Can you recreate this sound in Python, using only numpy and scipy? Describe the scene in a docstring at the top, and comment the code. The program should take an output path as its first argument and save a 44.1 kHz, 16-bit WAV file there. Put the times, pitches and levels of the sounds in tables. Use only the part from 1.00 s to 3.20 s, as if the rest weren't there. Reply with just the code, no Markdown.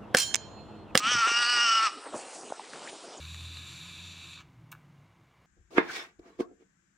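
"""An antelope calf bleats once, long and strained: harmonics of a hoarse voice through moving resonances.
During the cry come a noisy burst as the voice cracks, and dull knocks and low bumps near the microphone.
The dense bush scatters the cry and leaves a faint tail, made of sparse random reflections.
Then feet and clothes knock and brush through the dry grass: damped pushes and swells of band noise.
Fine random crackle and a quiet outdoor hiss of drifting, filtered noise lie under it all."""
import sys
import numpy as np
from scipy import signal
from scipy.fft import rfft, irfft
from scipy.io import wavfile
from scipy.ndimage import uniform_filter1d

SR = 44100
rng = np.random.default_rng(int(sys.argv[2]) if len(sys.argv) > 2 else 0)


def file_out(sig):
    """Save sig as 16-bit WAV at sys.argv[1]."""
    # one column per channel
    cols = np.atleast_2d(sig).T
    # limit, then scale
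    lim = np.clip(cols, -1, 1)
    pcm = np.round(lim * 32767).astype(np.int16)
    wavfile.write(sys.argv[1], SR, pcm)


N = 97108


def amp(db):
    """Decibels to gain."""
    return 10 ** (np.asarray(db) / 20)


def unit(x):
    """Scales to rms 1."""
    return x / np.sqrt(np.mean(abs(x) ** 2) + 1e-20)


def curve(table, t):
    """Each column of a time table, joined by straight lines."""
    time_s, *columns = np.transpose(table)
    return [np.interp(t, time_s, column) for column in columns]


def colour(table, hz):
    """Gain of a spectrum table at given frequencies, joined on a log frequency axis."""
    table_hz, db = np.transpose(table)
    return amp(np.interp(np.log(hz + 1), np.log(table_hz), db))


def tint(x, table):
    """Filters by a spectrum table."""
    return irfft(rfft(x) * colour(table, np.fft.rfftfreq(N, 1 / SR)), N)


def wander(size, hz):
    """Smooth random motion of rms 1, fading out above about the given rate."""
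    f = np.fft.rfftfreq(N, 1 / SR)
    smooth = irfft(rfft(rng.standard_normal(N)) * np.exp(-(f / hz) ** 2), N)
    return unit(smooth)[:size]


def band(x, hz, octaves):
    """A bell-shaped band on a log frequency axis, rms 1."""
    f = np.fft.rfftfreq(N, 1 / SR) + 1
    bell = np.exp(-.5 * (np.log2(f / hz) / octaves) ** 2)
    return unit(irfft(rfft(x) * bell, N))


def resonance(centre_hz, width_hz, db, harmonics):
    """Power of a moving resonance, shared out among the harmonics."""
    shape = 1 / (1 + (2 * (harmonics - centre_hz) / width_hz) ** 2) ** 2
    return amp(db) ** 2 * shape / shape.sum(0)


def harmonic_levels(hz, effort, t):
    """Throat colour plus the resonances of the mouth, giving each harmonic its gain over time."""
    # colour of the throat: frequency_hz, level_db per harmonic, before effort
    throat = [(220, -76), (470, -63.5), (720, -55), (940, -48), (1110, -39), (1200, -34.5), (1270, -28.5),
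              (1350, -23), (1450, -30), (1490, -36), (1550, -42), (1620, -44.5), (1690, -37), (1790, -40.5),
              (1900, -36.5), (2110, -49), (2320, -40.5), (2620, -43.5), (3150, -53), (3600, -49.5),
              (4100, -56.5), (4480, -42), (4950, -51.5), (5600, -50.5), (6900, -69), (7900, -62),
              (8800, -69), (10500, -71)]
    # ringing resonance of the mouth, broad at first: time_s, centre_hz, level_db, width_hz
    mouth = [(0, 2700, -52.5, 500), (.035, 2840, -35, 580), (.07, 3000, -32.5, 450), (.12, 2990, -28, 735),
             (.16, 2930, -36, 690), (.21, 2980, -38.5, 445), (.25, 2750, -42.5, 500), (.3, 2800, -29, 200),
             (.325, 2810, -33, 180), (.358, 2830, -25.5, 145), (.42, 2800, -36, 173),
             (.5, 2870, -27.5, 170), (.56, 2800, -33, 170), (.625, 2900, -26, 140), (.68, 2890, -31.5, 200),
             (.775, 2860, -27, 174), (.825, 2900, -38, 191), (.848, 2880, -43.5, 298),
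             (.87, 2750, -36.5, 398), (.9, 2650, -54, 490)]
    # rasping upper resonance: time_s, centre_hz, level_db
    rasp = [(0, 5400, -79), (.07, 5800, -46), (.12, 5850, -28.5), (.16, 5540, -34), (.21, 5630, -41),
            (.24, 5200, -60), (.29, 5900, -38.5), (.35, 5300, -34.5), (.41, 4870, -36.5), (.49, 4700, -30),
            (.57, 5140, -32.5), (.64, 5350, -29.5), (.71, 5430, -33.5), (.78, 5170, -33), (.82, 5250, -45),
            (.855, 5440, -31), (.9, 5200, -48.5)]
    rasp_width_hz, rasp_floor_hz = 830, 4150
    top_hz, top_width_hz, top_db = 7960, 300, -17.5  # top_db is relative to the rasp

    mouth_hz, mouth_db, mouth_width = curve(mouth, t)
    rasp_hz, rasp_db = curve(rasp, t)
    harmonics = np.arange(1, 48)[:, None] * hz
    # below this pitch the mouth is closing and the throat colour sinks with it
    open_pitch_hz = 221.6
    closing = np.minimum(hz / open_pitch_hz, 1)
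    power = (colour(throat, harmonics / closing) * amp(effort)) ** 2
    power += resonance(mouth_hz, mouth_width, mouth_db, harmonics)
    above_floor = 1 / (1 + (rasp_floor_hz / harmonics) ** 60)
    power += resonance(rasp_hz, rasp_width_hz, rasp_db, harmonics) * above_floor
    moving_top_hz = top_hz * np.sqrt(hz / hz.mean())
    power += resonance(moving_top_hz, top_width_hz, rasp_db + top_db, harmonics)
    return harmonics, np.sqrt(power)


def bleat():
    """Jittery vocal pulses and turbulence, shaped by the throat and its moving resonances."""
    # glide of the voice: time_s, pitch_hz
    pitch = [(0, 205), (.035, 211), (.108, 247), (.125, 247.5), (.175, 233), (.212, 231), (.243, 221),
             (.28, 237), (.318, 231.5), (.345, 235.5), (.372, 236), (.392, 240.5), (.448, 237),
             (.49, 242.5), (.525, 242.5), (.595, 237), (.635, 237), (.69, 227.5), (.72, 227), (.738, 222.5),
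             (.765, 226), (.79, 221.5), (.848, 224), (.875, 205), (.9, 189)]
    # vocal effort: time_s, effort_db
    push = [(0, -7.5), (.018, -14.5), (.035, -7.5), (.065, -2.5), (.11, -1), (.2, -1.5), (.25, 0.5),
            (.29, -2.5), (.4, -2), (.5, -1), (.62, -0.5), (.75, -3.5), (.84, 0), (.868, 0), (.882, -7),
            (.9, -29)]
    # hoarseness; the voice cracks once and frays at the end: time_s, noise_share_db at 1400 Hz
    hoarseness = [(0, -16), (.06, -21), (.12, -21), (.2, -23), (.266, -22), (.283, -3), (.298, -19),
                  (.4, -21), (.6, -22), (.8, -21), (.86, -19), (.9, -12)]
    # colour of the breathy wash beside the harmonics: frequency_hz, relative level_db per Hz
    breath = [(100, -53), (400, -39), (800, 1.5), (1300, -4.5), (1550, -9.5), (1800, -2.5), (2050, -3.5),
              (2400, 4), (2900, 1.5), (3400, -3.5), (4000, -3.5), (4500, -23), (5600, 7.5), (6900, -16.5),
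              (8000, -2), (10000, -33)]
    jitter, jitter_hz = .006, 200  # share of the pitch, rate
    shimmer_db, shimmer_hz = 1.5, 75.6  # flicker: dB in the wash and at 5 kHz in the voice, rate
    flutter_depth, flutter_hz, flutter_growth = 0.077, 11, 0.88  # depth at 1400 Hz, rate, octaves per octave
    hoarse_db_per_octave, most_noise = 7, .5  # noise rises away from 1400 Hz, up to this share
    smear_rad = 1.4  # rms spread of the harmonics' fixed phases
    wash_db, wash_follows_hoarse = -35.5, .5  # base level, dB per dB of hoarseness

    t = np.arange(0, pitch[-1][0], 1 / SR)
    size = len(t)
    (hz,), (effort,), (hoarse,) = curve(pitch, t), curve(push, t), curve(hoarseness, t)
    harmonics, levels = harmonic_levels(hz, effort, t)
    phase = 2 * np.pi * np.cumsum(hz * (1 + jitter * wander(size, jitter_hz))) / SR
    # air bursts out at each vocal pulse, then eases
    puffs = unit(0.38 + np.exp(-(phase / (2 * np.pi) % 1) / 0.45))
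    shimmer = shimmer_db * wander(size, shimmer_hz)
    voice = np.zeros(size)
    for order, (f, gain) in enumerate(zip(harmonics, levels), start=1):
        octave = np.log2(f.mean() / 1400)
        noise_share = np.minimum(amp(hoarse + hoarse_db_per_octave * abs(octave)), most_noise)
        # each harmonic wavers in level and phase, more so the higher it is
        depth = min(flutter_depth * 2 ** (flutter_growth * octave), .5)
        flutter = unit(np.exp(depth * (wander(size, flutter_hz) + 1j * wander(size, flutter_hz))))
        air = unit(wander(size, 190) + 1j * wander(size, 190)) * puffs
        mix = np.sqrt(1 - noise_share ** 2) * flutter + noise_share * air
        partial = mix * np.exp(1j * (order * phase + smear_rad * rng.standard_normal()))
        voice += gain * amp(shimmer * f / 5000) * partial.real
    wash = unit(tint(rng.standard_normal(N), breath))[:size] * puffs
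    wash = wash * amp(wash_db + effort + shimmer + wash_follows_hoarse * (hoarse - hoarse.mean()))
    onset = np.minimum(t / 0.0042, 1)
    return np.pad((np.sqrt(2) * voice + wash) * onset, (0, N - size))


def bush(x, t60):
    """Sparse reflections from branches and slopes, dying by 60 dB in t60 seconds."""
    t = np.arange(SR) / SR
    hits = rng.choice([-1., 1.], SR) * (rng.random(SR) < 2500 / SR)  # about 2500 per second
    taps = hits * (t > .003) * amp(-60 * t / t60)
    return signal.fftconvolve(x, taps / np.linalg.norm(taps))[:N]


def knocks():
    """Each dull knock close by is a short oscillating push that swells and dies around its peak."""
    # knocks before the low cut: peak_s, level_db, pitch_hz, length_s
    table = [(.118, -28, 523, 0.00095), (0.152, -29.5, 260, 0.0013), (0.273, -30, 417, 0.0016),
             (0.317, -29.5, 385, 0.0011), (1.068, -33.5, 505, 0.0015), (1.1367, -34, 646, 0.002),
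             (1.143, -23.5, 850, 0.00062), (1.1465, -25.5, 414, 0.0012), (1.158, -31.5, 573, 0.0039),
             (1.166, -37, 450, .002), (1.192, -35, 760, .0018), (1.434, -31, 660, 0.00051),
             (1.5018, -47, 2600, .0005), (1.503, -30, 915, 0.00048), (1.507, -33.5, 350, 0.00089),
             (1.5236, -20.5, 694, 0.00086), (1.524, -35, 1390, 0.0012), (1.596, -38, 1890, 0.00026),
             (1.597, -29.5, 884, 0.0015), (1.735, -29.5, 1570, 0.00042), (1.931, -33.5, 604, 0.00071)]
    t = np.arange(N) / SR
    out = np.zeros(N)
    for peak_s, db, hz, length in table:
        swell = np.exp(1 - np.sqrt(1 + 2 * ((t - peak_s) / length) ** 2))
        out -= amp(db) * swell * np.cos(2 * np.pi * hz * (t - peak_s))
    return out


def swishes(table, grain_db):
    """Swells of dense noise grains, each in its own band."""
    t, out = np.arange(N) / SR, np.zeros(N)
    for peak_s, length, db, hz, octaves in table:
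        grains = rng.standard_normal(N) * amp(grain_db * wander(N, 400))
        out += amp(db) * np.exp(-(1.24 * (t - peak_s) / length) ** 2) * band(grains, hz, octaves)
    return out


def crack_and_brushes():
    """A noisy burst as the voice cracks, then brushes through dry grass, as swells of grainy noise."""
    # the first row is the burst as the voice cracks; the others are brushes through dry grass
    # levels before the low cut: peak_s, length_s, level_db, centre_hz, width_octaves
    table = [(.283, 0.021, -31.5, 1240, .5), (1.064, 0.024, -43, 755, .9), (1.155, 0.032, -38.5, 520, 0.94),
             (1.21, 0.059, -49, 643, 0.6), (1.185, 0.048, -45, 7380, 0.34), (1.36, 0.17, -50.5, 630, 0.45),
             (1.36, 0.12, -49, 6860, 0.53), (1.61, 0.013, -47, 850, 0.27),
             (1.755, 0.041, -48.5, 1040, 0.79), (1.82, 0.28, -51, 3670, 0.85),
             (1.76, 0.042, -50.5, 357, 0.91), (1.84, 0.079, -48.5, 685, 0.77),
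             (1.877, 0.0059, -41.5, 2010, 0.23), (1.892, 0.013, -44, 2850, 0.5),
             (2.1, 0.073, -54.5, 5300, 0.17), (2.13, 0.11, -50, 524, 0.47),
             (2.178, 0.01, -50.5, 6840, 0.11)]
    return swishes(table, grain_db=2)


def bumps():
    """Air and handling bump the microphone, as low swells of smoother noise."""
    # bumps: peak_s, length_s, level_db, centre_hz, width_octaves
    table = [(.075, 0.036, -45.5, 170, 0.58), (.16, 0.042, -47, 130, 0.52), (.4, 0.064, -62, 118, 0.57),
             (.56, .05, -48, 403, 0.88), (1.15, 0.02, -50.5, 195, 0.83), (1.8, 0.11, -61, 207, 0.63)]
    return swishes(table, grain_db=1)


def crackle():
    """Small random ticks of grass and handling, around 756 Hz."""
    ticks_per_s, level_db, spread_db = 230, -58, 3.5  # level before the low cut
    size = amp(spread_db * np.minimum(rng.exponential(1, N), 2))
    clicks = (rng.random(N) < ticks_per_s / SR) * rng.choice([-1, 1], N) * size
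    return amp(level_db) * band(clicks, 756, .75)


def hiss():
    """Leaves and distant air: filtered noise in patches that drift over time and frequency."""
    # colour of the outdoor hiss: frequency_hz, relative level_db per Hz
    spectrum = [(18, -45), (30, -23), (102, -20.5), (321, 6), (390, 5), (774, -0.5), (1230, -1.5),
                (1870, -6), (3520, -5), (5600, -9.5), (7700, -6.5), (9590, -7), (10300, -36.5),
                (13400, -56.5), (22000, -120)]
    level_db, patchy_db = -49.5, 3.3
    f, _, z = signal.stft(rng.standard_normal(N), SR, nperseg=1024, noverlap=768)
    patches = uniform_filter1d(rng.standard_normal(z.shape), size=24, axis=0)
    patches = unit(uniform_filter1d(patches, size=12, axis=1))
    z = z * colour(spectrum, f)[:, None] * amp(patchy_db * patches)
    return amp(level_db) * unit(signal.istft(z, nperseg=1024, noverlap=768)[1][:N])


def scene():
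    """The cry in the bush and the sounds close by, nearly mono with a little width in a few bands."""
    # stereo width of the cry: frequency_hz, side_minus_mid_db
    cry_width = [(60, -38.5), (110, -36), (210, -31), (410, -33), (770, -0.5), (1460, -32), (2760, -59.5),
                 (5220, -17.5), (9870, -78)]
    # stereo width of the other sounds and hiss: frequency_hz, side_minus_mid_db
    near_width = [(60, -46), (110, -52), (210, -61), (410, -61), (770, -26), (1460, -23), (2760, -38.5),
                  (5220, -16), (9870, -63)]
    cry = bleat()
    scatter = amp(-18) * bush(cry, t60=.1)
    tail = amp(-13.5) * bush(cry, t60=0.6)
    far = cry + scatter + tail
    low_cut = signal.butter(N=2, Wn=177, btype="high", fs=SR, output="sos")
    near = signal.sosfilt(low_cut, knocks() + crack_and_brushes() + crackle()) + bumps() + hiss()
    # a quarter-cycle shift sets the side apart from the middle
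    side = signal.hilbert(tint(far, cry_width) + tint(near, near_width)).imag
    return np.array([far + near + side, far + near - side])


def record(dry):
    """The recorder's band limit, a steep low-pass."""
    edge_hz = 10400
    low_pass = signal.firwin(301, edge_hz, window=("kaiser", 8), fs=SR)
    return signal.oaconvolve(dry, low_pass[None], "same")


dry = scene()
out = record(dry)
file_out(out)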